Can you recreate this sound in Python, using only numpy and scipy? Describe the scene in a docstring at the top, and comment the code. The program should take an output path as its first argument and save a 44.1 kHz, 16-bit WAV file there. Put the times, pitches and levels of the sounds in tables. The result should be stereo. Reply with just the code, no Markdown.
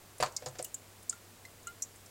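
"""A chameleon chews an insect in a small terrarium, close to the microphone.
Sharp wet clicks run throughout, each a narrow treble ring with a broad snap. Early on, a few knocks
ring a hollow body and crackle. Short tones plink like drops: bubbles and a faint ring of the terrarium.
The near walls give each a dense, short flutter; faint hiss and mains hum lie underneath."""
import sys
import numpy as np
from scipy import signal
from scipy.fft import rfft, irfft
from scipy.io import wavfile

SR = 44100
rng = np.random.default_rng(int(sys.argv[2]) if len(sys.argv) > 2 else 0)


def wav_record(signal):
    """Record a signal, one row per channel, as 16-bit PCM in the file named by sys.argv[1]."""
    frames = np.transpose(np.atleast_2d(signal))
    bounded = np.clip(frames, -1, 1)
    # unit amplitude maps onto the largest positive 16-bit level
    quanta = np.round(bounded * 32767).astype(np.int16)
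    wavfile.write(sys.argv[1], SR, quanta)


N = 92610
AGE_S = np.arange(int(0.4 * SR)) / SR  # time axis of one event
TAIL_T60_S = 0.21  # terrarium reverberation


def from_db(db):
    """Decibels to gain."""
    return 10 ** (np.asarray(db) / 20)


def fade(t60_s):
    """Exponential decay over one event."""
    return 1000.0 ** (-AGE_S / t60_s)


def at_level(x, db, window_s=0.025):
    """Scale an event so that its energy, spread over window_s, has this level."""
    return x * from_db(db) / np.sqrt(np.sum(x ** 2) / (window_s * SR) + 1e-20)


def add(out, t_s, x):
    """Mix an event into the track at t_s."""
    start = int(t_s * SR)
    out[start:start + len(x)] += x[:N - start]


def butter(x, hz, kind, order=2):
    """Butterworth filter."""
    sos = signal.butter(order, np.clip(hz, 10, 0.48 * SR), kind, fs=SR, output="sos")
    return signal.sosfilt(sos, x + 1e-18)


def coloured(x, spectrum):
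    """Minimum-phase filter through (f/Hz, gain/dB) points."""
    size = 2 * len(x)
    hz, db = np.transpose(spectrum)
    grid_hz = np.maximum(np.arange(len(x) + 1) * SR / size, 1)
    gain = from_db(np.interp(np.log(grid_hz), np.log(hz), db))
    cepstrum = irfft(np.log(gain))
    cepstrum[1:len(x)] *= 2  # fold onto the causal half
    cepstrum[len(x) + 1:] = 0
    return irfft(rfft(x, size) * np.exp(rfft(cepstrum)))[:len(x)]


def background(hiss_db=-56.5, hum_hz=98.6, hum_db=-64):
    """Steady room hiss and mains hum."""
    # hiss spectrum: f/Hz, gain/dB
    hiss_spectrum = [(25, -12.5), (60, -10), (110, -11.5), (420, -12.5), (960, -16.5), (1500, -19),
                     (3500, -22.5), (6300, -23), (7500, -21.5), (10000, -24.5), (16000, -26.5)]
    hiss = coloured(rng.standard_normal(N + SR), hiss_spectrum)[SR:]
    hum = np.sqrt(2) * np.sin(2 * np.pi * (hum_hz * np.arange(N) / SR + rng.random()))
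    return from_db(hiss_db) * hiss / hiss.std() + from_db(hum_db) * hum


def flutter(t60_s, echoes_per_s=6000, direct_db=-18, tail_db=-25):
    """Terrarium impulse response: direct sound, quick wall echoes, faint tail."""
    count = len(AGE_S)
    arrivals = rng.random(count) < echoes_per_s / SR
    echoes = arrivals * rng.choice([-1, 1], count) * rng.uniform(0.54, 1, count)
    tail = from_db(tail_db) * rng.standard_normal(count) * fade(TAIL_T60_S)
    response = echoes / echoes.std() * fade(t60_s) + tail
    response[0] += from_db(direct_db) * np.sqrt(np.sum(response ** 2))
    return response


def shrill(x):
    """Fixed narrow treble resonances give every click the same shrill ring."""
    # resonances: f/Hz, width/Hz
    resonances = [(5070, 32), (6760, 180), (7500, 210)]
    peaks = [signal.iirpeak(hz, hz / width_hz, fs=SR) for hz, width_hz in resonances]
    return x + sum(signal.lfilter(b, a, x) for b, a in peaks)


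def clicks():
    """Each click rings briefly at its own pitch, with a broad snap, and flutters between the walls."""
    # clicks: t/s, ring level/dB, f/Hz, width/Hz, snap re ring/dB, flutter t60/s
    events = [(0.182, -59.5, 10300, 1500, 0.5, 0.044), (.207, -47.5, 8700, 3000, -5, 0.047),
              (0.225, -39, 4530, 506, -23, 0.0084), (0.2263, -40.5, 7150, 1010, -21, 0.0064),
              (0.2305, -54, 14300, 2000, -10, 0.032), (0.246, -55, 8050, 800, -17, 0.065),
              (0.2605, -52, 6070, 3200, -11, 0.011), (0.3222, -62, 6900, 2520, -2, 0.031),
              (.365, -36.5, 6030, 3200, -11, 0.038), (0.4598, -45, 5700, 3240, -10.5, 0.094),
              (.485, -54, 7750, 2400, -12, 0.041), (.586, -53, 6200, 3950, -6, 0.028),
              (.591, -48.5, 6100, 3420, -9, 0.09), (0.626, -43.5, 8860, 2470, -7.5, 0.012),
              (0.6435, -49.5, 7600, 2910, -12, 0.13), (.6458, -48.5, 13500, 3200, 3, 0.028),
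              (0.7429, -40, 7350, 1210, -9, 0.035), (1.028, -62, 9700, 2530, -2.5, 0.041),
              (1.095, -33, 7850, 2680, -31, 0.035), (1.096, -50.5, 5050, 1200, -20, 0.058),
              (1.1263, -57, 5000, 6000, -14, .035), (1.452, -60, 6700, 3000, -8, 0.045),
              (1.630, -64.5, 7950, 2970, -8, 0.032), (1.6707, -47, 7230, 1870, -5.5, 0.048),
              (1.821, -37.5, 6950, 1490, -8, 0.051), (1.8224, -41, 5910, 496, -14, 0.053),
              (1.958, -62.5, 8400, 1600, -3, 0.039), (2.06, -63.5, 5540, 1200, 2, 0.051)]
    # snap spectrum: f/Hz, gain/dB
    snap_spectrum = [(300, -101), (2000, -9.5), (4500, -4), (8000, 9.5), (11000, 5.5), (15500, -8)]
    out = np.zeros(N)
    for t_s, db, hz, width_hz, snap_db, t60_s in events:
        ring = butter(flutter(t60_s), [hz - width_hz / 2, hz + width_hz / 2], "band", order=3)
        snap = coloured(flutter(t60_s), snap_spectrum)
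        add(out, t_s, at_level(shrill(ring), db))
        add(out, t_s, at_level(shrill(snap), db + snap_db))
    return out


def crackle(top_hz, grain_hz=450, grain_db=2):
    """A flutter clumped into tiny cracks by a fast random gain."""
    # crackle spectrum: f/Hz, gain/dB
    spectrum = [(150, -5.5), (300, -3.5), (1000, -2), (1800, 0), (3000, -6), (4500, -5.5), (6000, -9),
                (7600, -9), (10000, -17.5), (15000, -31)]
    grain = butter(rng.standard_normal(len(AGE_S)), grain_hz, "low")
    cracks = flutter(t60_s=0.091) * from_db(grain_db * grain / grain.std())
    return butter(coloured(cracks, spectrum), top_hz, "low")


def knocks(thud_hz=132.5, thud_attack_s=0.037):
    """Each contact rings and damps one band of a hollow body, with clatter, wash, crackle and thud."""
    # knocks: t/s, base level/dB, low edge/Hz, high edge/Hz, crackle/dB, thud/dB, damping t60/s
    events = [(.2014, -36, 467, 650, -39.5, -45, 0.064), (0.2264, -28.5, 648, 1190, -34, -72, 0.33),
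              (0.262, -45, 514, 890, -46, -89, 0.31), (0.4223, -49.5, 463, 720, -56, -63, 1),
              (0.4621, -41, 453, 910, -49.5, -47, 0.75), (0.554, -55.5, 506, 785, -56.5, -100, 0.34),
              (.5903, -50.5, 306, 476, -49, -60, 0.11), (.5975, -42, 513, 708, -77, -70, 0.09)]
    # hollow body modes: f/Hz, relative level/dB, t60 before damping/s
    modes = [(364, 0, 0.99), (506.5, 6, 0.17), (614, 4, .13), (739, 7, 0.13), (975, 2, 0.12),
             (1037, -0.5, 0.22), (1109, -10, 0.2), (1228, 3, 0.13), (1345, 3, 0.16), (1548, 4, 0.16),
             (1594, 5, 0.086), (1740, 4, 0.25)]
    thud = np.sin(2 * np.pi * thud_hz * AGE_S) * (1 - np.exp(-AGE_S / thud_attack_s)) * fade(t60_s=0.17)
    out = np.zeros(N)
    for t_s, db, low_hz, high_hz, crackle_db, thud_db, damping_t60_s in events:
        ring = sum(from_db(mode_db + rng.normal(0, 1)) * fade(t60_s) * np.sin(2 * np.pi * hz * AGE_S)
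                   for hz, mode_db, t60_s in modes)
        ring *= fade(damping_t60_s)
        wash = rng.standard_normal(len(AGE_S)) * fade(t60_s=0.45)
        clatter = flutter(t60_s=0.1)
        for part, offset_db in ((ring, -1), (clatter, -7.5), (wash, -14)):
            add(out, t_s, at_level(butter(part, [low_hz, high_hz], "band"), db + offset_db))
        add(out, t_s, at_level(crackle(top_hz=14 * high_hz), crackle_db))
        add(out, t_s, at_level(thud, thud_db))
    return out


def plinks(attack_s=0.0063, rise_per_s=0.52, burst_width_ratio=0.088):
    """Short, slightly rising tones, each in a noise burst: bubbles and a faint ring of the terrarium."""
    # plinks: t/s, level/dB, start f/Hz, t60/s, burst re tone/dB
    events = [(.381, -61.5, 2136, 0.093, 7), (0.6496, -55.5, 2896, 0.035, 2),
              (1.1262, -51.5, 1387, 0.038, -4.5), (1.4505, -53, 2038, 0.045, -5),
              (1.453, -64.5, 4110, 0.026, -3), (1.6695, -44, 1379, 0.083, -11),
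              (1.672, -63, 2050, 0.11, -17), (1.6755, -57.5, 2893, .035, -1),
              (1.6755, -64.5, 4100, 0.047, -8)]
    edge_ratio = 1 + burst_width_ratio / 2
    out = np.zeros(N)
    for t_s, db, hz, t60_s, burst_db in events:
        phase = 2 * np.pi * hz * (AGE_S + rise_per_s * AGE_S ** 2 / 2)
        tone = np.sin(phase) * (1 - np.exp(-AGE_S / attack_s)) * fade(t60_s)
        tail = rng.standard_normal(len(AGE_S)) * fade(TAIL_T60_S)
        reverb = signal.fftconvolve(tone, tail)[:len(AGE_S)]
        burst = butter(flutter(t60_s=0.034), [hz / edge_ratio, hz * edge_ratio], "band", order=1)
        plink = at_level(tone, db=0) + at_level(reverb, db=-9) + at_level(burst, burst_db)
        add(out, t_s, at_level(plink, db))
    return out


def scene():
    """Chewing over hiss and hum, the same in both channels."""
    return np.tile(background() + clicks() + knocks() + plinks(), (2, 1))


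def record(dry):
    """Steep elliptic low-pass."""
    cutoff_hz = 16000
    return signal.sosfilt(signal.ellip(12, 0.1, 80, cutoff_hz, fs=SR, output="sos"), dry)


dry = scene()
out = record(dry)
wav_record(out)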